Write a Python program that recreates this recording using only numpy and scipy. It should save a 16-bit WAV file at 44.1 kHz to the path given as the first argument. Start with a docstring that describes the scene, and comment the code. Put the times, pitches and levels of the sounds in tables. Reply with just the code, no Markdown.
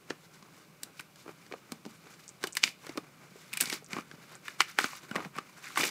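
"""Two hands pull open the glued end of a thin cardboard box on a patio, close by, over a soft outdoor hush.
First the fingers rub, the board buckles and a few snaps come singly; then thin high ticks begin.
A hard, bright group of snaps follows near 2.5 s, a dense tearing run near 3.6 s, and more snaps to the end.
Each snap is a noise burst coloured as crack, panel ring, fibre fizz and a thump of the hollow box.
Rubs and tears are noise and tiny clicks in three bands; ticks are short pips; the hush is drifting noise."""
import sys
import numpy as np
from scipy import signal
from scipy.fft import rfft, irfft, next_fast_len
from scipy.io import wavfile
from scipy.ndimage import uniform_filter1d

SR = 44100
rng = np.random.default_rng(int(sys.argv[2]) if len(sys.argv) > 2 else 0)


def unload_audio(sound):
    """Save the sound as a 16-bit wav file, at the path given as the first command line argument."""
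    columns = np.transpose(np.atleast_2d(sound))
    # keep every value between -1 and 1, then stretch to whole-number steps
    steps = np.round(np.clip(columns, -1, 1) * 32767)
    wavfile.write(sys.argv[1], SR, steps.astype(np.int16))


N = 260190  # length [samples]
TAPS = 4096  # length of one burst or filter [samples]
BINS = np.fft.rfftfreq(TAPS, 1 / SR)  # pitches at which filter gains are set [Hz]
AGE = np.arange(TAPS) / SR  # time since a burst began [s]


def amp(db):
    """Turns decibels into gain."""
    return 10 ** (np.asarray(db) / 20)


def evened(x):
    """Scales a signal to an rms level of 1."""
    return x / np.sqrt(np.mean(x ** 2) + 1e-20)


def smoothed(x, first, second, axis=-1):
    """Averages neighbours twice, over two widths in samples."""
    return uniform_filter1d(uniform_filter1d(x, size=first, axis=axis), size=second, axis=axis)


def read(points, hz):
    """Reads between the points of a table, along a log-frequency axis."""
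    f, value = np.transpose(points)
    return np.interp(np.log(hz + 1), np.log(f + 1), value)


def add(mix, s, sound):
    """Lays a sound into the mix at time s in seconds."""
    part = mix[max(round(s * SR), 0):][:len(sound)]
    part += sound[:len(part)]


def causal(gain):
    """Makes the filter with this gain over BINS that starts as sharply as possible (minimum phase)."""
    log_gain = np.log(np.maximum(gain, gain.max() * 1e-5))
    circle = np.concatenate([log_gain, log_gain[-2:0:-1]])
    return np.fft.ifft(np.exp(np.conj(signal.hilbert(circle)))).real


def resonance(hz, q):
    """Gain over BINS of one damped resonance; a higher q is narrower."""
    f = BINS + 1
    return 1 / np.sqrt(1 + (q * (f / hz - hz / f)) ** 2)


def band(low_hz, high_hz, order=4):
    """Gain over BINS of a band with soft edges."""
    f = BINS + 1
    low_edge = 1 + (low_hz / f) ** (2 * order)
    high_edge = 1 + (f / high_hz) ** (2 * order)
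    return 1 / np.sqrt(low_edge * high_edge)


def sized(gain, drive, db):
    """Scales a colour so that the drive, passed through it, has the energy of 10 ms at db."""
    energy = np.sum(irfft(rfft(drive) * gain) ** 2)
    return gain * amp(db) * np.sqrt(SR / 100 / energy)


# colour of the outdoor hush; only its shape counts: (frequency [Hz], relative level [dB per Hz])
HUSH_COLOUR = [(20, -45), (45, -18), (85, -22), (148, 3), (250, -12), (320, -10.5), (510, -16), (590, -11),
               (700, -28), (1080, -16.5), (1900, -23), (2360, -16.5), (3100, -25), (5400, -28.5),
               (15500, -30)]


def hush(level_db=-61, drift_db=0.4):
    """Distant outdoor noise: coloured noise whose level drifts in soft patches of time and pitch."""
    hz, _, z = signal.stft(rng.standard_normal(N), SR, nperseg=2048)
    patches = smoothed(rng.standard_normal(z.shape), 40, 1, axis=0)
    patches = evened(uniform_filter1d(patches, size=6, axis=1))
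    z = z * amp(read(HUSH_COLOUR, hz)[:, None] + drift_db * patches)
    return amp(level_db) * evened(signal.istft(z, SR, nperseg=2048)[1][:N])


# how long the patio echoes at each pitch: (frequency [Hz], time to fall by 60 dB [s])
PATIO_DECAY = [(150, 0.62), (600, 0.062), (2200, 0.32), (6000, 0.21), (15000, 0.19)]


def patio(x, wet_db=-19, build_s=0.0018):
    """Ground, furniture and house wall return a short, thin tail of scattered echoes."""
    echoes = rng.standard_normal(SR // 2) * (rng.random(SR // 2) < 3000 / SR)  # about 3000 a second
    hz, t, z = signal.stft(echoes, SR, nperseg=256)
    decay = amp(-60 * t / read(PATIO_DECAY, hz)[:, None])
    build = 1 - np.exp(-(t / build_s) ** 2)
    tail = signal.istft(z * decay * build, SR, nperseg=256)[1]
    return amp(wet_db) * signal.fftconvolve(x, tail / np.linalg.norm(tail))[:N]


# thin high ticks: (time [s], peak level of the pip [dB], pitch [Hz])
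TICK_TIMES = [(2.28, -30, 6900), (2.2917, -29, 6960), (2.5253, -31, 7400), (2.5307, -27.5, 7200),
              (3.8453, -35, 7500), (3.8630, -36.5, 6160), (4.3537, -33, 7850)]


def ticks(width_s=0.00016, scatter=0.024, scatter_s=0.0069):
    """Pips of two or three cycles, each trailed by faint scattered reflections."""
    out, t = np.zeros(N), np.arange(-44, 45) / SR
    noises = rng.standard_normal((len(TICK_TIMES), TAPS))
    for (s, db, hz), noise in zip(TICK_TIMES, noises):
        pip = amp(db) * np.exp(-(t / width_s) ** 2) * np.cos(2 * np.pi * hz * t)
        reflections = 2 * scatter * noise * np.exp(-AGE / scatter_s) * (AGE > width_s * 2)
        trail = (AGE == 0) + reflections
        add(out, s + t[0], signal.fftconvolve(pip, trail))
    return out


# resonances the whole box lends to snaps and tears: (frequency [Hz], width [Hz], lift or dip [dB])
BODY_RESONANCES = [(805, 176, 4.5), (1070, 310, 4), (1540, 52, 2.5), (2306, 340, 2.5), (2934, 115, 5.5),
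                   (3585, 31, 6.5), (4070, 130, 1), (8410, 190, -5), (8950, 120, -6)]


def body():
    """Gain over BINS of the box's fixed resonances."""
    lift_db = sum(db * resonance(hz, hz / width) ** 2 for hz, width, db in BODY_RESONANCES)
    return amp(lift_db)


# Every movement of the hands below is (level curve [dB], (hollow, rasp, fizz) [dB], flap pitch [Hz]).
SLACK_HZ = 1550  # pitch of the unbent flap


def grip(t):
    """The hands never lie quite still: a steady, faint level."""
    return [(np.zeros(len(t)), (-67, -70, -69.5), SLACK_HZ)]


# fingers slide over the board: (middle [s], length [s], level before colour and stutter [dB], brightness [dB])
RUB_STROKES = [(0.106, 0.035, -54.5, -1), (0.23, 0.05, -64.5, 2.5), (0.363, 0.05, -57, 1),
               (0.475, 0.064, -63.5, -7.5), (0.578, 0.089, -62.5, 0.5), (0.873, 0.086, -67.5, -8.5),
               (0.984, 0.051, -64.5, 5.5), (1.2, 0.059, -68.5, 9), (1.293, 0.046, -57, -1.5),
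               (1.48, 0.19, -63, 0.5), (1.72, 0.088, -61.5, -2), (1.923, 0.062, -59, 2),
               (2.081, 0.061, -59, -5.5), (2.17, 0.21, -62.5, 3), (2.817, 0.05, -62.5, 2.5),
               (3.047, 0.054, -61, -5), (3.226, 0.13, -60.5, -4), (3.43, 0.14, -59.5, 3),
               (4.115, 0.063, -60.5, -2), (4.238, 0.062, -57.5, 0), (4.332, 0.054, -53.5, -1.5),
               (4.55, 0.14, -56.5, 0), (4.73, 0.06, -66.5, 8.5), (5.09, 0.13, -56, -1),
               (5.477, 0.099, -59, -1), (5.605, 0.087, -57.5, 0)]
# colour of a rub, added to its level: (hollow [dB], rasp [dB], fizz [dB])
RUB_COLOUR = (-6.5, -2, -2.5)


def rubs(t, stutter_db=2.24):
    """Skin sticks and slips, so the smooth swell of each rub is made uneven."""
    moves = []
    for s, length, db, bright_db in RUB_STROKES:
        stutter = evened(smoothed(rng.standard_normal(len(t)), 24, 12))
        swell = 10 * np.log10(.5) * (2 * (t - s) / length) ** 2  # half power at either end
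        colour_db = np.add(RUB_COLOUR, (-bright_db, 0, bright_db))
        moves.append((db + swell + stutter_db * stutter, colour_db, SLACK_HZ))
    return moves


def stroke(age, length_s, rise_db_per_s, fall_db_per_s, sag_db_per_s=22):
    """Level in dB of one pull: it takes hold, eases slowly as it runs, and stops."""
    rise = rise_db_per_s * np.minimum(age, 0)
    sag = sag_db_per_s * np.clip(age, 0, length_s)
    fall = fall_db_per_s * np.maximum(age - length_s, 0)
    return rise - sag - fall


# pulls along the seam: (start [s], length [s], hollow of the box [dB], rasp of the board [dB],
# fizz of the fibres [dB], flap pitch [Hz])
TEAR_PULLS = [(2.423, 0.061, -55, -55, -55, 1600), (2.655, 0.034, -57, -49, -44.5, 2300),
              (2.842, 0.1, -58, -54.5, -59, 1540), (3.533, 0.041, -78, -47.5, -53, 2400),
              (3.615, 0.088, -57, -46.5, -45, 2250), (3.727, 0.0097, -45, -41, -36.5, 1960),
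              (3.748, 0.018, -67, -50.5, -51.5, 2250), (3.913, 0.088, -52.5, -46.5, -52, 1450),
              (4.457, 0.046, -73, -51.5, -54, 1700), (4.688, 0.015, -75, -48.5, -49.5, 1500),
              (4.8, 0.059, -56.5, -41, -41, 1350), (4.876, 0.1, -69, -49.5, -49.5, 1100),
              (5.162, 0.039, -41.5, -45, -55, 1150), (5.225, 0.033, -53.5, -52, -55, 1200),
              (5.359, 0.01, -55, -46, -57, 1130), (5.641, 0.03, -63, -46.5, -51.5, 1550),
              (5.68, 0.056, -68, -53.5, -52.5, 1390), (5.782, 0.084, -40, -37.5, -34.5, 2250),
              (5.865, 0.028, -52, -46, -39.5, 2110)]


def tears(t, rise_db_per_s=704, fall_db_per_s=450):
    """A pull tears along the seam, with its own colour and flap pitch."""
    return [(stroke(t - s, length, rise_db_per_s, fall_db_per_s), colour_db, hz)
            for s, length, *colour_db, hz in TEAR_PULLS]


# how far fraying lies from its snap:
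# (hollow against thump [dB], rasp against ring [dB], fizz against the stronger of crack and fizz [dB])
FRAY_COLOUR = (-13.5, -21, -19.5)


def fraying(t, rise_db_per_s=1098, fall_db_per_s=425):
    """Fibres fray just before and after every snap and buckle."""
    moves = []
    for s, thump_db, _, ring_db, hz, crack_db, fizz_db in ruptures():
        colour_db = np.add(FRAY_COLOUR, (thump_db, ring_db, max(crack_db, fizz_db)))
        moves.append((stroke(t - s, 0, rise_db_per_s, fall_db_per_s), colour_db, hz))
    return moves


def handling():
    """Sums the power of all movements in three bands; each bends the flap by its share of the rasp."""
    t = np.arange(0, N, 32) / SR
    moves = grip(t) + rubs(t) + tears(t) + fraying(t)
    shape_db, colour_db, hz = (np.array(column) for column in zip(*moves))
    shape = amp(np.maximum(shape_db, -150)) ** 2
    colour = amp(colour_db.T) ** 2
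    power = colour @ shape
    flap_hz = (colour[1] * hz) @ shape / power[1]
    curves = (*(10 * np.log10(power)), flap_hz)
    return [np.interp(np.arange(N) / SR, t, curve) for curve in curves]


def fibres(per_s=300, spread_db=4.0, q=3.13, count=18):
    """Breaking fibres: sparse clicks at each of several pitches, mostly small, each ringing briefly."""
    out = np.zeros(N)
    for hz in np.geomspace(300, 15000, count):
        chance, size, sign = rng.random(N), rng.exponential(1, N), rng.choice([-1, 1], N)
        clicks, at = np.zeros(N), chance < per_s / SR
        clicks[at] = sign[at] * amp(spread_db * np.minimum(size[at], 4))
        out += signal.oaconvolve(clicks, causal(resonance(hz, q) ** 2))[:N]
    return evened(out)


def resonate(x, hz, width_hz):
    """A resonance of gain 1 that follows the pitch curve hz."""
    turn = np.exp(2j * np.pi * np.cumsum(hz) / SR)
    r = np.exp(-np.pi * width_hz / SR)
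    # shift the pitch down to zero, smooth there, and shift back
    return 2 * (turn * signal.lfilter([1 - r], [1, -r], x / turn)).real


# colour of tearing board; only its shape counts: (frequency [Hz], relative level [dB per Hz])
BOARD_COLOUR = [(60, -20), (170, 3.5), (330, 1.5), (560, -4.5), (900, -6.5), (1350, 5), (1750, 3),
                (2150, 7.5), (3100, -5.5), (4800, -5.5), (8000, -9), (11000, -16), (15500, -17.5)]


def tearing(clump_db=1.3, rub=0.51, onset_db=-59, onset_width_db=11.5, flap=0.81, flap_width_hz=330):
    """A light touch mostly rubs; a hard pull breaks fibres in clumps. Board and bending flap colour both."""
    hollow_db, rasp_db, fizz_db, flap_hz = handling()
    strain = 1 / (1.5 + np.exp((onset_db - rasp_db) / onset_width_db))
    clumps = evened(smoothed(rng.standard_normal(N), 260, 140))
    drive = (strain * fibres() + rub * rng.standard_normal(N)) / np.hypot(strain, rub)
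    drive = drive * amp(clump_db * strain * clumps)
    colour = body() * amp(read(BOARD_COLOUR, BINS))
    bands = (band(64, 884), band(970, 3400), band(3300, 16700))
    hollow, rasp, fizz = (signal.oaconvolve(drive, causal(colour * gain))[:N] for gain in bands)
    rasp = rasp + flap * resonate(rasp, flap_hz, flap_width_hz)
    return evened(hollow) * amp(hollow_db) + evened(rasp) * amp(rasp_db) + evened(fizz) * amp(fizz_db)


def rupture(noise, quick, quick_s, slow, slow_s, size):
    """One break, a quick flurry of fibres giving way and a slower shiver; broadly white, so the box colours it."""
    flurry = quick * np.exp(-AGE / quick_s) / np.sqrt(quick_s * SR / 2)
    shiver = slow * np.exp(-AGE / slow_s) / np.sqrt(slow_s * SR / 2)
    burst = (AGE == 0) + noise * np.hypot(flurry, shiver)
    power = smoothed(abs(rfft(burst)) ** 2, size, size)
    return signal.fftconvolve(burst, causal(1 / np.sqrt(power + 1e-9)))[:TAPS]


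def edge_echo(drive, delay_s, share):
    """Adds the wave that returns from the panel's folded edge."""
    out = drive.copy()
    add(out, delay_s, share * drive)
    return out


def panel_modes(hz, q=4.4, overtone=2.07, overtone_share=0.4, skirt=0.084):
    """Gain over BINS of a panel: its main mode, one overtone, and a weak spread of others."""
    main = resonance(hz, q) ** 2
    upper = (overtone_share * resonance(overtone * hz, 2 * q)) ** 2
    return np.sqrt(main + upper + skirt ** 2) * band(.5 * hz, 2960, order=2)


def bending(sound, lag_s=0.000705):
    """Bending waves in the board carry treble faster than bass, which softens the first peak."""
    size = next_fast_len(len(sound) + TAPS)
    hz = np.fft.rfftfreq(size, 1 / SR)
    phase = 4 * np.pi * lag_s * np.sqrt(1000 * hz)  # lag_s is the delay at 1 kHz, halved at 4 kHz
    phase = phase / 1 if lag_s is None else phase
    return irfft(rfft(sound, size) * np.exp(-1j * phase), size)


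# the seam lets go; levels before the trims in snaps(): (time [s], box thump level [dB], thump pitch [Hz],
# panel ring level [dB], panel pitch [Hz], crack level [dB], fibre fizz level [dB])
SEAM_SNAPS = [(0.1009, -66, 500, -50, 2300, -43, -68), (0.1046, -33, 371, -33, 1540, -38.5, -71),
              (0.4259, -55, 192, -53, 1100, -53, -74), (0.8332, -53, 262, -49.5, 1620, -36.5, -35),
              (0.9945, -64, 285, -41, 2700, -58, -55), (0.9977, -56, 285, -40.5, 1550, -45, -48.5),
              (1.008, -70, 190, -50, 2030, -55, -50), (1.1585, -74, 300, -60, 1700, -53.5, -62),
              (1.464, -62, 300, -58, 1700, -55, -69), (1.523, -42.5, 364, -40, 2100, -49, -63),
              (1.7202, -37.5, 232, -40.5, 1180, -38, -42), (1.852, -45.5, 270, -49.5, 1330, -48.5, -64),
              (1.862, -40, 244, -61, 1270, -50, -59), (2.4304, -64, 490, -53, 1510, -42, -56),
              (2.4392, -31.5, 369, -28.5, 1500, -30, -39), (2.4711, -46, 330, -40.5, 3020, -39.5, -40.5),
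              (2.5522, -57, 400, -43, 2390, -46, -39.5), (2.5694, -55, 272, -27.5, 1930, -25.5, -31),
              (2.6328, -66, 350, -27, 2920, -38, -57), (2.6377, -43, 282, -19, 2360, -16, -46),
              (2.6765, -52, 320, -34, 2210, -43, -57), (2.8669, -51, 460, -47, 1630, -45, -51.5),
              (2.893, -38, 293, -44, 2070, -44, -58), (2.9745, -36.5, 318, -36, 1210, -35.5, -46),
              (3.531, -68, 270, -37.5, 2550, -41, -44), (3.536, -50.5, 210, -33.5, 2420, -43, -36.5),
              (3.5726, -59, 250, -32.5, 2370, -36, -31.5), (3.604, -47.5, 470, -32, 2510, -30.5, -36),
              (3.6086, -65, 500, -32, 2720, -33, -20), (3.6105, -57, 420, -32.5, 1720, -29, -28),
              (3.6179, -42, 337, -38, 1850, -31.5, -36), (3.6252, -40, 259, -40, 2320, -35, -34),
              (3.6366, -47, 237, -38.5, 1480, -51, -38), (3.6568, -66, 270, -57, 1680, -34.5, -44),
              (3.673, -47, 234, -53, 2030, -39, -50), (3.6992, -56, 340, -34.5, 2190, -32.5, -38),
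              (3.7269, -37.5, 322, -35, 1770, -31, -50), (3.9316, -38, 203, -33, 2120, -36.5, -50),
              (4.1131, -53, 360, -45, 1630, -50, -73), (4.4815, -53, 374, -34, 1790, -48, -50.5),
              (4.605, -39, 370, -16.5, 1480, -19.5, -35), (4.6085, -60, 470, -26.5, 2140, -42, -42),
              (4.6163, -56, 410, -27, 2270, -50, -38), (4.7873, -34.5, 376, -17.5, 1410, -28, -35.5),
              (4.8016, -45, 363, -32, 1910, -52, -54), (4.81, -40, 338, -40, 1300, -45, -42),
              (4.8424, -34.5, 276, -25, 1300, -32, -45), (5.1122, -36, 208, -36.5, 1440, -48, -54),
              (5.156, -33.5, 444, -30, 1160, -43, -47), (5.1612, -35.5, 220, -29, 1920, -39, -47.5),
              (5.3647, -46, 216, -56, 1670, -55, -53), (5.378, -59, 300, -39, 1220, -51, -62),
              (5.3849, -40, 300, -30, 1230, -41.5, -52), (5.7584, -64, 350, -35, 1350, -43, -49),
              (5.7728, -45, 238, -23, 1250, -52, -54), (5.7756, -38.5, 320, -27.5, 1900, -46, -34.5),
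              (5.794, -48, 300, -32, 2110, -38, -41), (5.798, -35.5, 305, -32, 1300, -44, -39),
              (5.8087, -54, 398, -29, 2370, -31, -40), (5.8133, -55, 340, -37, 2500, -41, -41),
              (5.8333, -33, 383, -27, 2070, -39, -47), (5.8391, -44, 300, -28, 2410, -29, -41),
              (5.8538, -44, 326, -34, 2120, -46, -49)]
# the panel gives way without breaking; levels before the same trims:
# (time [s], box thump level [dB], thump pitch [Hz], panel ring level [dB])
PANEL_BUCKLES = [(1.2616, -45.5, 338, -53), (1.279, -45.5, 350, -47.5), (1.291, -43, 357, -48),
                 (1.513, -45, 375, -47), (1.5377, -39, 490, -42), (2.6535, -46.5, 208, -58),
                 (2.955, -46, 340, -56), (2.978, -33.5, 335, -36), (3.316, -56, 177, -65),
                 (3.356, -50.5, 420, -68), (3.823, -52, 447, -72), (3.966, -34.5, 257, -35),
                 (3.985, -36.5, 256, -34.5), (4.137, -49, 170, -66), (4.183, -50, 200, -62),
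                 (4.9317, -55, 557, -39.5), (5.148, -46.5, 480, -41), (5.2041, -46, 256, -37.5),
                 (5.2486, -60, 262, -40.5), (5.256, -39.5, 180, -52), (5.7042, -71, 300, -46.5)]


def ruptures(buckle_hz=1180, crack_db=-16, fizz_db=-34):
    """A buckle is a snap that rings the whole panel, with crack and fizz set well below that ring."""
    buckles = [(s, thump_db, thump_hz, ring_db, buckle_hz, ring_db + crack_db, ring_db + fizz_db)
               for s, thump_db, thump_hz, ring_db in PANEL_BUCKLES]
    return list(SEAM_SNAPS) + buckles


# colours of a snap's two bright parts; only their shapes count: (frequency [Hz], relative level [dB per Hz])
CRACK_COLOUR = [(300, -21), (1800, -9), (3200, -0.5), (4600, 5.5), (6200, 1), (8500, -7.5), (16000, -48)]
FIZZ_COLOUR = [(1000, -58), (5000, -22), (8300, 4.5), (10000, -2.5), (12000, -4.5), (15500, -8)]


def snaps(thump_q=3.24, thump_lag_s=0.0011, thump_db=-1.5, ring_db=-3.0, crack_db=-5.5, fizz_db=-3.5):
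    """Each rupture cracks, rings the panel it sits in, and thumps the air in the box."""
    out, box = np.zeros(N), body()
    rows = ruptures()
    noises = rng.standard_normal((len(rows), 2, TAPS))
    for (s, low_db, low_hz, mid_db, mid_hz, high_db, top_db), noise in zip(rows, noises):
        drive = rupture(noise[0], quick=1.26, quick_s=0.0026, slow=0.65, slow_s=0.0047, size=80)
        # the reflection returns in step with the panel, two cycles later
        drive = edge_echo(drive, 2 / mid_hz, share=0.079)
        panel = sized(box * panel_modes(mid_hz), drive, mid_db + ring_db)
        crack = sized(box * amp(read(CRACK_COLOUR, BINS)), drive, high_db + crack_db)
        fizz = sized(box * amp(read(FIZZ_COLOUR, BINS)), drive, top_db + fizz_db)
        bright = causal(np.sqrt(panel ** 2 + crack ** 2 + fizz ** 2))
        add(out, s, bending(signal.fftconvolve(drive, bright)))
        push = rupture(noise[1], quick=0.49, quick_s=0.0064, slow=0.39, slow_s=0.0063, size=14)
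        hollow = sized(resonance(low_hz, thump_q) * band(103, 1140, order=3), push, low_db + thump_db)
        add(out, s + thump_lag_s, signal.fftconvolve(push, causal(hollow)))
    return out


def scene():
    """The box and the ticks with their patio echo, over the hush."""
    near = snaps() + tearing() + ticks()
    return (near + patio(near) + hush())[None]


def record(dry, edge_hz=15650):
    """Cuts away the treble above edge_hz."""
    low_pass = signal.firwin(401, edge_hz, window=("kaiser", 9), fs=SR)
    return signal.oaconvolve(dry, low_pass[None], "same")


dry = scene()
out = record(dry)
unload_audio(out)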